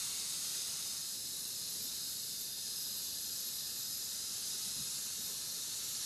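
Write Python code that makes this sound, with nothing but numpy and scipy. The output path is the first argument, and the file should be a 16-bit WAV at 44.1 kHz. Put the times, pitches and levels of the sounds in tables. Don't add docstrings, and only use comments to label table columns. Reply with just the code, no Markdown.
import sys
import numpy as np
from scipy import signal
from scipy.fft import dct
from scipy.io import wavfile
from scipy.ndimage import uniform_filter1d

SR = 44100
rng = np.random.default_rng(int(sys.argv[2]) if len(sys.argv) > 2 else 0)


def convert_level_to_amplitude(level_db):
    exponent = np.asarray(level_db, float) / 20
    return 10 ** exponent


def wrap_up_sound(samples):
    columns = np.atleast_2d(samples).T
    tamed = np.clip(columns, -1, 1)
    steps = np.round(tamed * 32767).astype(np.int16)
    wavfile.write(sys.argv[1], SR, steps)


N = 267201

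# time in seconds, level in dB.
BOIL_LEVEL = [(0.0, -40), (0.55, -40), (1.25, -43), (1.8, -41.5), (2.45, -43), (2.75, -41.5), (3.95, -42.5),
              (4.6, -41), (5.2, -42), (5.6, -41.5), (6.06, -40.5)]
# time in seconds, share of near view from 0 to 1, share of side view from 0 to 1.
CAMERA_VIEW = [
    (0, 1, 0.07),
    (.6, 0.83, 0),
    (.9, 0.7, 0.1),
    (1.2, 0.07, 0.02),
    (3, 0, 0.07),
    (4.2, 0.04, 0.48),
    (5, 0.23, 0.54),
    (5.3, 0, 0.66),
    (6.06, 0, 0.8),
]
# frequency in Hz, level in dB.
FIZZ_COLOUR = [(300, -35), (600, -24), (1000, -20.5), (2200, -17.5), (3400, -13), (3620, -6), (7200, -2.5),
               (8800, -9.5), (12300, -6), (12750, -19.5), (13000, -30), (14800, -31), (15200, -33),
               (16000, -34)]
# centre in Hz, width in Hz, then the lift in dB as heard
CAN_RESONANCES = [(1355, 290, 3, 1, 4), (1833, 340, -2.5, 5, 6), (1941, 240, 1.5, -7, -5.5),
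                  (2314, 170, -5, -6, -8), (2630, 590, 2, -0.5, 3.5), (4110, 720, 2, 4.5, 2.5),
                  (4750, 120, -3.5, -4.5, -6.5), (4935, 320, 2.5, 4.5, -3), (5810, 590, -4.5, -1.5, -0.5),
                  (6180, 410, 2.5, 0.5, 1), (6480, 320, 1, 1, -1.5), (7070, 460, -2.5, -1.5, 3),
                  (7470, 290, -5, -3.5, -5), (8160, 410, 5.5, 0.5, 1.5), (9320, 360, 4.5, 0.5, 3),
                  (10060, 400, 1, 3.5, 3), (11300, 250, -9, 5, 1.5), (12100, 330, -4, 5, -8),
                  (14200, 900, 6, 3.5, 1), (13180, 120, 2, 4, 3), (15000, 300, 5, 0, -3.5)]
# middle in seconds, length in seconds, centre in Hz, width in Hz, change in dB.
FIZZ_CHANGES = [
    (2.54, 0.089, 7000, 3500, -3.5),
    (3.75, 0.11, 5800, 1700, -1.5),
    (0.39, 0.046, 4000, 8700, -1),
    (5.7, .6, 4200, 600, 1.5),
    (5.35, .4, 800, 600, 2.5),
    (4, .4, 3000, 900, -2),
]
# time in seconds, pitch in Hz, level in dB.
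COLUMN_WHISTLE = [(0.3, 5010, -59), (0.9, 5057, -52), (1.3, 5200, -55.5), (1.7, 5030, -53.5),
                  (1.95, 4980, -52), (2.25, 5120, -53), (2.45, 4940, -51.5), (2.78, 5100, -49.5),
                  (3.1, 4900, -54.5), (3.5, 5040, -52), (3.75, 4963, -50.5), (4.05, 5050, -50.5),
                  (4.3, 4960, -49), (4.6, 5040, -50.5), (4.95, 4960, -51), (5.05, 4940, -59),
                  (5.8, 4990, -54)]
# start in seconds, length in seconds, start pitch in Hz, end pitch in Hz, level in dB.
HIGH_WHISTLES = [
    (0.651, 2.3, 9730, 10160, -60),
    (0.999, 1.6, 10920, 11370, -59),
    (2.7, .75, 11700, 11700, -53.5),
    (3.348, 0.86, 11740, 11840, -50.5),
    (4.08, 1.04, 10920, 11230, -54),
]
# start in seconds, length in seconds, start pitch in Hz, end pitch in Hz, level in dB.
STEAM_SQUEAKS = [
    (1.563, .045, 12200, 10950, -50),
    (1.692, .025, 12500, 11500, -47),
    (1.77, .04, 11400, 11300, -57),
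    (1.818, .05, 12300, 11200, -47),
    (2.39, 0.075, 12400, 11750, -50),
    (2.96, 0.045, 11900, 12100, -50),
    (5.038, 0.036, 12150, 11740, -50),
    (5.43, 0.19, 12700, 12050, -58),
    (5.817, .14, 12400, 12300, -53),
]
# frequency in Hz, level in dB per Hz.
ROOM_COLOUR = [(12, -58), (20, -45), (44, -7), (125, -1), (172, 0.5), (198, -4.5), (222, 2), (260, -5.5),
               (454, -7), (585, -11.5), (900, -19.5), (1170, -46), (1980, -120)]
# start in seconds, length in seconds, pitch in Hz, width in Hz, level in dB.
BUILDING_THUDS = [(0, 0.054, 121, 101, -64), (0.454, 0.25, 447, 80, -68), (.65, 0.13, 171, 120, -62),
                  (1.701, 0.19, 450, 120, -64.5), (1.78, .12, 203, 119, -60), (4.64, 0.064, 166, 40, -57.5),
                  (4.74, .12, 179.7, 130, -55.5), (4.78, 0.11, 123, 30, -60.5),
                  (5.12, 0.25, 182.6, 130, -65), (5.271, .08, 433, 77.5, -58.5),
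                  (5.48, 0.16, 452, 110, -65.5)]
# pitch in Hz, level in dB.
ELECTRONIC_WHINE = (14994, -84)

POPS_PER_S = 2500
WALL_NEAR_DB, WALL_SIDE_DB = 2, .6
WAVER_HZ, THROB_DB, WAVERS_PER_S = 35, 1.2, 14
SWOOP_S, SWOOP_HZ, SWOOP_DB, SWOOP_REACH_S = 5.26, 11700, -47.5, .145
DIVE_HZ_PER_S, CLIMB_HZ_PER_S, SWOOP_FADE_DB = 9500, 8000, -17
RUMBLE_DB = -61.5


def fizz(pops_db=-13, spread_db=4.5, patchy_db=0.46, streak_db=2.05, flicker_db=0.14):
    pop_here = rng.random(N) < POPS_PER_S / SR
    pops = convert_level_to_amplitude(spread_db * np.minimum(rng.exponential(1, N), 5)) * pop_here
    bursts = rng.standard_normal(N) + convert_level_to_amplitude(pops_db) * evened(pops * rng.choice([-1, 1], N))
    hz, t, z = signal.stft(bursts, SR, nperseg=1024, noverlap=768)
    level_db, = columns(BOIL_LEVEL, t)
    near, side = np.clip(columns(CAMERA_VIEW, t), 0, 1)
    above = np.clip(1 - near - side, 0, 1)
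    centre, width, *lifts = np.transpose(CAN_RESONANCES)
    can_db = bell(hz[:, None], centre, width) @ np.transpose(lifts) @ np.array([near, above, side])
    colour_db = read(FIZZ_COLOUR, hz)[:, None] + can_db
    colour_db -= 10 * np.log10(np.mean(convert_level_to_amplitude(colour_db) ** 2, axis=0))
    wall_share = 1 / (1 + (hz / 3200) ** 12)
    colour_db += np.outer(wall_share, WALL_NEAR_DB * near + WALL_SIDE_DB * side - .6)
    for s, length, middle_hz, width_hz, db in FIZZ_CHANGES:
        colour_db += db * np.outer(bell(hz, middle_hz, width_hz), bell(t, s, length))
    chance, slow = rng.standard_normal((2, len(t), len(hz)))
    patches = uniform_filter1d(uniform_filter1d(chance, size=14, axis=0), size=10, axis=1)
    streaks = uniform_filter1d(uniform_filter1d(slow, size=40, axis=0), size=25, axis=0)
    flicker = evened(uniform_filter1d(chance[:, 0], size=8)) * np.clip(hz / 9000, 0, 1.5)[:, None]
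    texture_db = patchy_db * evened(patches).T + streak_db * evened(streaks).T + flicker_db * flicker
    z = z * convert_level_to_amplitude(colour_db + level_db + texture_db)
    return signal.istft(z, SR, nperseg=1024, noverlap=768)[1][:N]


def whistles():
    out = np.zeros(N)
    add(out, *whistle(COLUMN_WHISTLE, width_hz=190))
    for s, length, start_hz, end_hz, level_db in HIGH_WHISTLES:
        course = [(s, start_hz, level_db), (s + length, end_hz, level_db)]
        add(out, *whistle(course, width_hz=220))
    for s, length, start_hz, end_hz, level_db in STEAM_SQUEAKS:
        hz = np.linspace(start_hz, end_hz, round(length * SR))
        squeak = fuzzy_tone(hz, 350) * signal.windows.tukey(len(hz), .5)
        add(out, s, convert_level_to_amplitude(level_db) * squeak)
    t = np.arange(-SWOOP_REACH_S, SWOOP_REACH_S, 1 / SR)
    hz = SWOOP_HZ + np.maximum(-DIVE_HZ_PER_S * t, CLIMB_HZ_PER_S * t)
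    swoop_db = SWOOP_DB + SWOOP_FADE_DB * abs(t) / SWOOP_REACH_S
    add(out, SWOOP_S + t[0], convert_level_to_amplitude(swoop_db) * fuzzy_tone(hz, width_hz=210))
    return out


def whistle(rows, width_hz):
    hz, level_db = columns(rows, np.arange(rows[0][0], rows[-1][0], 1 / SR))
    hz = hz + WAVER_HZ * drift(len(hz), WAVERS_PER_S)
    level_db = level_db + THROB_DB * drift(len(hz), WAVERS_PER_S)
    sound = convert_level_to_amplitude(level_db) * fuzzy_tone(hz, width_hz) * signal.windows.tukey(len(hz), .15)
    return rows[0][0], sound


def rumble():
    hz, t, z = signal.stft(rng.standard_normal(N), SR, nperseg=2048, noverlap=1536)
    z = z * evened(convert_level_to_amplitude(read(ROOM_COLOUR, hz)))[:, None]
    out = signal.istft(z, SR, nperseg=2048, noverlap=1536)[1][:N] * convert_level_to_amplitude(RUMBLE_DB)
    for s, length, thud_hz, width_hz, level_db in BUILDING_THUDS:
        count = round(length * SR)
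        thud = fuzzy_tone(np.full(count, thud_hz), width_hz) * np.hanning(count)
        add(out, s, convert_level_to_amplitude(level_db) * thud)
    return out


def whine():
    hz, level_db = ELECTRONIC_WHINE
    return convert_level_to_amplitude(level_db) * np.sin(2 * np.pi * hz * np.arange(N) / SR)


def fuzzy_tone(hz, width_hz):
    band = np.array([1, 1j]) @ rng.standard_normal((2, len(hz) + 2000))
    lowpass = signal.butter(2, width_hz / 2, fs=SR, output="sos")
    band = signal.sosfilt(lowpass, band)[2000:]
    return evened((band * np.exp(2j * np.pi * np.cumsum(hz) / SR)).real)


def drift(count, per_s):
    t = np.arange(count) / SR
    total = np.zeros(count)
    for f in np.geomspace(per_s / 8, per_s, 12):
        total += np.sin(2 * np.pi * (f * t + rng.random())) / np.sqrt(f)
    return evened(total)


def bell(x, centre, width):
    return np.exp(-4 * np.log(2) * ((x - centre) / width) ** 2)


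def evened(x):
    return x / np.sqrt(np.mean(x ** 2) + 1e-20)


def read(points, hz):
    f, value = np.transpose(points)
    return np.interp(np.log(hz + 1), np.log(f + 1), value)


def columns(rows, t):
    s, *values = np.transpose(rows)
    return [np.interp(t, s, v) for v in values]


def add(mix, s, sound):
    part = mix[round(s * SR):][:len(sound)]
    part += sound[:len(part)]


def scene():
    mono = fizz() + whistles() + rumble() + whine()
    return np.array([mono, mono])


def thin_out(x, window, start, step_db):
    padded = np.pad(x, (2048 - start, 3072))
    frames = np.lib.stride_tricks.sliding_window_view(padded, 2048)[::1024] * window
    a, b, c, d = np.split(frames, 4, axis=1)
    folded = np.hstack([-c[:, ::-1] - d, a - b[:, ::-1]])
    scaled = dct(folded, type=4, norm="ortho") / convert_level_to_amplitude(step_db)
    rounded = np.sign(scaled) * np.floor(abs(scaled) ** .75 + .4054) ** (4 / 3)
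    u, v = np.split(dct(rounded * convert_level_to_amplitude(step_db), type=4, norm="ortho"), 2, axis=1)
    unfolded = np.hstack([v, -v[:, ::-1], -u[:, ::-1], -u]) * window
    first, second = np.split(unfolded, 2, axis=1)
    return (first[1:] + second[:-1]).ravel()[1024 - start:][:N]


def low_pass(x):
    return signal.sosfilt(signal.butter(12, 15650, fs=SR, output="sos"), x)


def record(dry):
    hz = (np.arange(1024) + .5) * SR / 2048
    sine = np.sin(np.pi * (np.arange(2048) + .5) / 2048)
    smooth = signal.windows.kaiser_bessel_derived(2048, 4 * np.pi)
    first_db = read([(300, -68), (3000, -62), (4000, -52), (11000, -52), (13000, -48.5)], hz)
    second_db = read([(300, -64), (3000, -60), (4500, -54), (9000, -58), (13000, -58)], hz)
    first = thin_out(dry[0], sine, 490, first_db)
    second = thin_out(first, smooth, 1000, second_db)
    return low_pass(np.array([second, second]))


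dry = scene()
out = record(dry)
wrap_up_sound(out)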